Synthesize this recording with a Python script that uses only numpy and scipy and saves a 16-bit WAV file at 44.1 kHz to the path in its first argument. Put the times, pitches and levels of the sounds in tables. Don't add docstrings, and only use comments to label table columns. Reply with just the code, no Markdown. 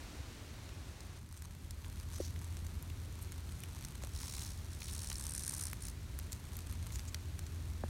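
import sys
import numpy as np
from scipy import signal
from scipy.fft import rfft, irfft, next_fast_len
from scipy.io import wavfile
from scipy.ndimage import map_coordinates

SR = 44100
rng = np.random.default_rng(int(sys.argv[2]) if len(sys.argv) > 2 else 0)


def master_out(mix):
    frames = np.transpose(np.atleast_2d(mix))
    ceiling = np.clip(frames, -1, 1)
    pcm = np.round(ceiling * 32767).astype(np.int16)
    wavfile.write(sys.argv[1], SR, pcm)


N = 347949

# frequency_hz, gain_db
EARLY_HUSH = [(150, -14), (250, 1), (330, -1.5), (436, -6.5), (597, -7.5), (1220, -10.5), (3840, -12.5),
              (4190, -12.5), (9330, -20.5), (16000, -32)]
LATE_HUSH = [(150, -42), (250, -4), (386, -6.5), (493, -12.5), (607, -10.5), (698, -13), (988, -12.5),
             (2620, -15), (4410, -15.5), (4990, -17.5), (9170, -21), (14400, -27), (16000, -39)]
# time_s, rumble_db, hum_db
DRONE_LEVELS = [(0, -48.5, -71), (1.2, -51, -54), (2.4, -45.5, -43), (3.7, -46.5, -52), (5, -46, -52),
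                (5.8, -46.5, -54), (6.9, -45.5, -49), (7.89, -45.5, -44)]
# frequency_hz, gain_db
RUMBLE_SPECTRUM = [(20, -30), (31, -10), (42, -4), (63, 2), (80, -1), (100, -3.5), (130, -8), (200, -15.5),
                   (350, -25.5), (500, -35.5), (900, -50)]
# time_s, level_db
SLIDE_LEVELS = [(0, -71.5), (1.3, -68), (1.4, -61.5), (1.7, -68.5), (2.15, -59), (2.8, -64.5), (3.7, -61),
                (4.4, -54), (4.6, -65), (5.1, -56.5), (5.6, -57), (5.95, -71), (6.45, -62), (6.93, -57.5),
                (7.3, -69), (7.89, -65)]
# frequency_hz, gain_db
RUSTLE_SPECTRUM = [(450, -33.5), (900, -3.5), (2000, -7.5), (3500, -2.5), (5000, -6), (6200, -3.5),
                   (7500, -5.5), (8800, -1.5), (10500, -9), (12000, -5), (14500, -19), (16000, -25)]
# start_s, strength_db, pitch_hz, crack_trim_db
LEAF_SNAPS = [(1.005, -38, 5280, -27), (1.421, -37, 9000, -19), (1.7078, -33, 7700, -30),
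              (1.8447, -39.5, 3250, -14), (2.36, -39.5, 2600, -23), (2.5686, -37, 6160, -21),
              (2.6655, -37, 6670, -26), (2.825, -36, 11400, -27), (3.3202, -35, 9080, -18.5),
              (3.6353, -33.5, 9950, -29), (3.8485, -29.5, 7100, -28), (4.0356, -34.5, 7060, -15),
              (4.819, -33, 3760, -19), (4.9916, -33.5, 6260, -32), (5.1006, -27.5, 6000, -24),
              (5.1157, -31, 3200, -17), (5.7306, -31, 11600, -12), (5.883, -32, 8700, -27),
              (6.1885, -29.5, 11200, -23), (6.32, -31.5, 7300, -28), (6.329, -30, 7350, -32),
              (6.567, -31.5, 11800, -29), (6.726, -39, 11500, -24), (6.8658, -39, 8290, -13),
              (6.9566, -32, 6960, -21), (6.993, -33.5, 4400, -18), (7.1446, -25, 4860, -21.5),
              (7.3912, -32.5, 6960, -20)]
# centre_s, half_length_s, level_db, pitch_hz
LEAF_SCUFFS = [(1.38, 0.013, -60, 7500), (2.162, .018, -55.5, 5600), (2.244, 0.036, -52.5, 5340),
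               (3.224, .008, -52, 9900), (3.637, 0.0031, -48, 2530), (4.887, 0.0088, -50, 3780),
               (6.328, .006, -49, 7560), (6.943, 0.024, -55.5, 6200), (7.087, 0.0074, -52, 6240)]
# start_s, peak_db, bottom_hz, top_hz
CAMERA_BUMPS = [(2.1994, -28.5, 310, 547), (4.0357, -41.5, 260, 1000), (7.8363, -30.5, 126, 1900)]
# frequency_hz, gain_db, t60_s
CAMERA_MODES = [(230, -1, 0.047), (358, -3, 0.032), (560, 3, 0.019), (786, 2.5, 0.015), (1080, -2, 0.01),
                (1710, -6, 0.016)]
# start_s, attack_s, hold_s, release_s, level_db, swell_db_per_s, strokes_per_s
TAIL_BOUTS = [(4.149, .04, 0.28, 0.24, -51.5, 10, 74.5), (4.705, .02, .025, .1, -56.5, 0, 70),
              (4.792, .022, 0.862, 0.1, -52, 11.5, 75.9), (5.808, .012, 0.087, 0.037, -52, 5, 66)]
# frequency_hz, gain_db
LITTER_LEAF = [(400, -48), (800, -9.5), (1500, -18), (2300, -6.5), (2900, -11), (4000, 0), (4900, 0.5),
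               (5800, 3.5), (7200, -3.5), (8300, 3), (9600, -2.5), (10500, -2.5), (12000, -12),
               (16000, -12)]
CRISP_LEAF = [(500, -36), (950, -30), (1650, -12), (3000, -29), (4400, -11.5), (5000, -9), (5900, -6),
              (7400, -10), (8700, -0.5), (9500, 0.5), (10400, -6.5), (11100, -8.5), (13200, -16),
              (16000, -36)]
# time_s, share_0_to_1
CRISP_SHARE = [(4.55, 0), (5, .42), (5.3, 0.93), (5.64, 0.93), (5.9, 0.54)]
# time_s, slap_to_scrape_db
SLAP_BALANCE = [(4.55, -16), (5.16, 0), (5.29, -2), (5.33, -12), (5.64, -13), (5.9, -6)]
# frequency_hz, gain_db
PORT_RESPONSE = [(2400, 0), (2950, -2), (4200, -0.5), (5000, -2), (5800, 0.5), (7300, 0), (8700, -1),
                 (9700, 0.5), (10400, -2.5), (11200, 0)]


def amp(db):
    return 10 ** (np.asarray(db) / 20)


def unit(x):
    return x / np.sqrt(np.mean(x ** 2) + 1e-20)


def along(points, hz):
    knots_hz, values = np.transpose(points)
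    return np.interp(np.log(hz + 1), np.log(knots_hz + 1), values)


def curves(rows):
    times, *columns = np.transpose(rows)
    return [np.interp(np.arange(N) / SR, times, column) for column in columns]


def wobble(knots_per_s):
    knots = rng.standard_normal(int(N * knots_per_s / SR) + 4)
    return map_coordinates(knots, [np.arange(N) * knots_per_s / SR])


def filtered(x, response):
    size = next_fast_len(N + SR // 2)
    return irfft(rfft(x, size) * response(np.fft.rfftfreq(size, 1 / SR)), size)[:N]


def noise(spectrum):
    return unit(filtered(rng.standard_normal(N), lambda hz: amp(along(spectrum, hz))))


def forest(change_s=1.19, fade_s=0.04, recovery_s=0.52):
    t = np.arange(N) / SR
    late_share = np.clip((t - change_s) / fade_s + .5, 0, 1)
    early = amp(-53.5 - 3.5 * t) * noise(EARLY_HUSH)
    dip_db = 7 * np.exp(-np.maximum(t - change_s, 0) / recovery_s)
    late = amp(-58.5 - dip_db) * noise(LATE_HUSH)
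    return np.sqrt(1 - late_share) * early + np.sqrt(late_share) * late


def far_engine(firing_hz=83.5):
    rumble_db, hum_db = curves(DRONE_LEVELS)
    phase = 2 * np.pi * np.cumsum(firing_hz + 0.6 * wobble(4)) / SR
    hum = np.sqrt(2) * (np.sin(phase) + amp(-25.5) * np.sin(2 * phase))
    return amp(rumble_db) * noise(RUMBLE_SPECTRUM) + amp(hum_db + 0.47 * wobble(4.7)) * hum


def leaf_ring(spectrum, ripple_db, size=512):
    hz = np.fft.rfftfreq(size, 1 / SR)
    ripple = map_coordinates(rng.standard_normal(size=48), [hz / 500], mode="nearest")
    colour_db = along(spectrum, hz) + ripple_db * ripple
    cepstrum = irfft(np.log(np.maximum(amp(colour_db), 1e-3)))
    cepstrum[1:size // 2] *= 2
    cepstrum[size // 2 + 1:] = 0
    ring = irfft(np.exp(rfft(cepstrum)))
    return ring / np.linalg.norm(ring)


def crackle(pressure, spectrum, slips_per_s, scatter_db, ripple_db, leaves=8):
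    out = np.zeros(N)
    for _ in range(leaves):
        slips = rng.random(N) < pressure * slips_per_s / (leaves * SR)
        direction, strength = rng.standard_normal((2, N))
        sizes = np.sign(direction) * amp(scatter_db * np.minimum(strength, 2))
        out += signal.oaconvolve(slips * sizes, leaf_ring(spectrum, ripple_db))[:N]
    return unit(out)


def body_slide():
    level_db, = curves(SLIDE_LEVELS)
    clumps = unit(amp(3.6 * wobble(60)))
    ticks = crackle(clumps, RUSTLE_SPECTRUM, slips_per_s=420, scatter_db=7, ripple_db=4.5, leaves=16)
    return amp(level_db) * ticks


def faint_snaps(count=18, strength_db=-39.5, pitch_hz=5800, crack_trim_db=-26):
    travel = np.cumsum(amp(curves(SLIDE_LEVELS)[0]))
    shares = (np.arange(count) + rng.random(count)) / count
    times = np.searchsorted(travel / travel[-1], shares) / SR
    return [(start_s, strength_db + 2 * louder, pitch_hz * np.exp(0.47 * higher), crack_trim_db)
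            for start_s, (louder, higher) in zip(times, rng.standard_normal((count, 2)))]


def leaf_snaps(size=1024):
    out, t = np.zeros(N + 2 * size), np.arange(size) / SR
    envelope = (1 - np.exp(-t / 0.0013)) * (amp(-60 * t / 0.011) + 0.033 * amp(-60 * t / 0.014))
    crack_spectrum = [(250, -24), (550, -7), (1000, -3), (1500, 0), (2200, 0), (3500, -8), (8000, -26)]
    for start_s, db, hz, crack_trim_db in list(LEAF_SNAPS) + faint_snaps():
        fractures = envelope * rng.standard_normal(size) * amp(6.8 * rng.standard_normal(size))
        spectrum = [(hz / 6, -19), (hz / 2, -8), (hz, 0), (hz * 1.44, -7.5), (hz * 3, -20)]
        snap = np.convolve(fractures, leaf_ring(spectrum, ripple_db=1.1))[:size]
        crack = leaf_ring(crack_spectrum, ripple_db=1, size=size)
        out[round(start_s * SR):][:size] += amp(db - 20) * unit(snap)
        out[round((start_s + .001) * SR):][:size] += amp(db + crack_trim_db - 8.5) * unit(crack)
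    return out[:N]


def leaf_scuffs(ticks_per_s=1800):
    out, t = np.zeros(N), np.arange(N) / SR
    for centre_s, half_s, db, hz in LEAF_SCUFFS:
        span = np.flatnonzero(np.abs(t - centre_s) < 4 * half_s)
        ticks = rng.standard_normal(len(span)) * (rng.random(len(span)) < ticks_per_s / SR)
        ring = leaf_ring([(hz / 5, -20), (hz * .6, -13), (hz * .85, -1), (hz * 1.15, 0),
                          (hz * 1.5, -10), (hz * 3, -19)], ripple_db=2)
        swell = np.exp(-.5 * ((t[span] - centre_s) / half_s) ** 2)
        out[span] += amp(db) * swell * unit(np.convolve(ticks, ring)[:len(span)])
    return out


def camera_bumps(size=4096):
    out, t = np.zeros(N + size), np.arange(size) / SR
    ring = sum((-1) ** k * amp(db - 60 * t / t60_s) * np.sin(2 * np.pi * hz * t)
               for k, (hz, db, t60_s) in enumerate(CAMERA_MODES))
    for start_s, peak_db, bottom_hz, top_hz in CAMERA_BUMPS:
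        band = signal.butter(3, [bottom_hz, top_hz], "bandpass", fs=SR, output="sos")
        thud = signal.sosfilt(band, ring)
        out[round(start_s * SR):][:size] += amp(peak_db) * thud / np.abs(thud).max()
    return out[:N]


def shaking_bouts(tiring_hz_per_s=9.4, release_db=21):
    t = np.arange(N) / SR
    gain, strokes = np.zeros(N), np.zeros(N)
    for start_s, attack_s, hold_s, release_s, db, swell_db_per_s, strokes_per_s in TAIL_BOUTS:
        age = t - start_s
        rise = .5 + .5 * np.tanh(age / attack_s)
        swell_db = swell_db_per_s * np.clip(age, 0, hold_s)
        fall_db = release_db * np.maximum(age - hold_s, 0) / release_s
        bout = rise * amp(db + swell_db - fall_db)
        strokes = np.where(bout > gain, strokes_per_s * age - tiring_hz_per_s * age ** 2 / 2, strokes)
        gain = np.maximum(gain, bout)
    return gain, strokes


def tail_rattle():
    gain, strokes = shaking_bouts()
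    shaking = gain > amp(-85)
    crisp = np.clip(curves(CRISP_SHARE)[0], 0, 1)
    slap_ratio = amp(curves(SLAP_BALANCE)[0])
    phase = strokes + .025 * wobble(60)
    stroke = np.round(phase)
    width = np.where(stroke % 2, .18, .15)
    contact = np.exp(-.5 * ((phase - stroke) / width) ** 2) / np.sqrt(width)
    grip = contact * amp(3.1 * np.tanh(wobble(600)))
    pressure = .35 * grip + 0.069
    pulse = np.sqrt(pressure)
    dull = pulse * crackle(pressure + 0.28, LITTER_LEAF, slips_per_s=4600, scatter_db=2, ripple_db=3.5)
    bright = pulse * crackle(pressure, CRISP_LEAF, slips_per_s=2500, scatter_db=9.5, ripple_db=1)
    odd_stroke_lands = np.diff(np.floor(phase / 2 + .5)) > 0
    slaps = np.zeros(N)
    for start in np.flatnonzero(shaking[1:] & odd_stroke_lands):
        ring = leaf_ring(CRISP_LEAF if rng.random() < crisp[start] else LITTER_LEAF, ripple_db=6.5)
        slaps[start:start + len(ring)] += amp(rng.normal(0, 1.8)) * ring
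    dull, bright, slaps = (shaking * x / x[shaking].std() for x in (dull, bright, slaps))
    scrape = np.sqrt(1 - crisp) * dull + np.sqrt(crisp) * bright
    return gain * (scrape + slap_ratio * slaps) / np.sqrt(1 + slap_ratio ** 2)


def scene():
    background = forest() + far_engine()
    return (background + body_slide() + camera_bumps() + leaf_snaps() + leaf_scuffs() + tail_rattle())[None]


def record(dry, limit_hz=16000):
    return filtered(dry[0], lambda hz: amp(along(PORT_RESPONSE, hz)) * (hz < limit_hz))[None]


dry = scene()
out = record(dry)
master_out(out)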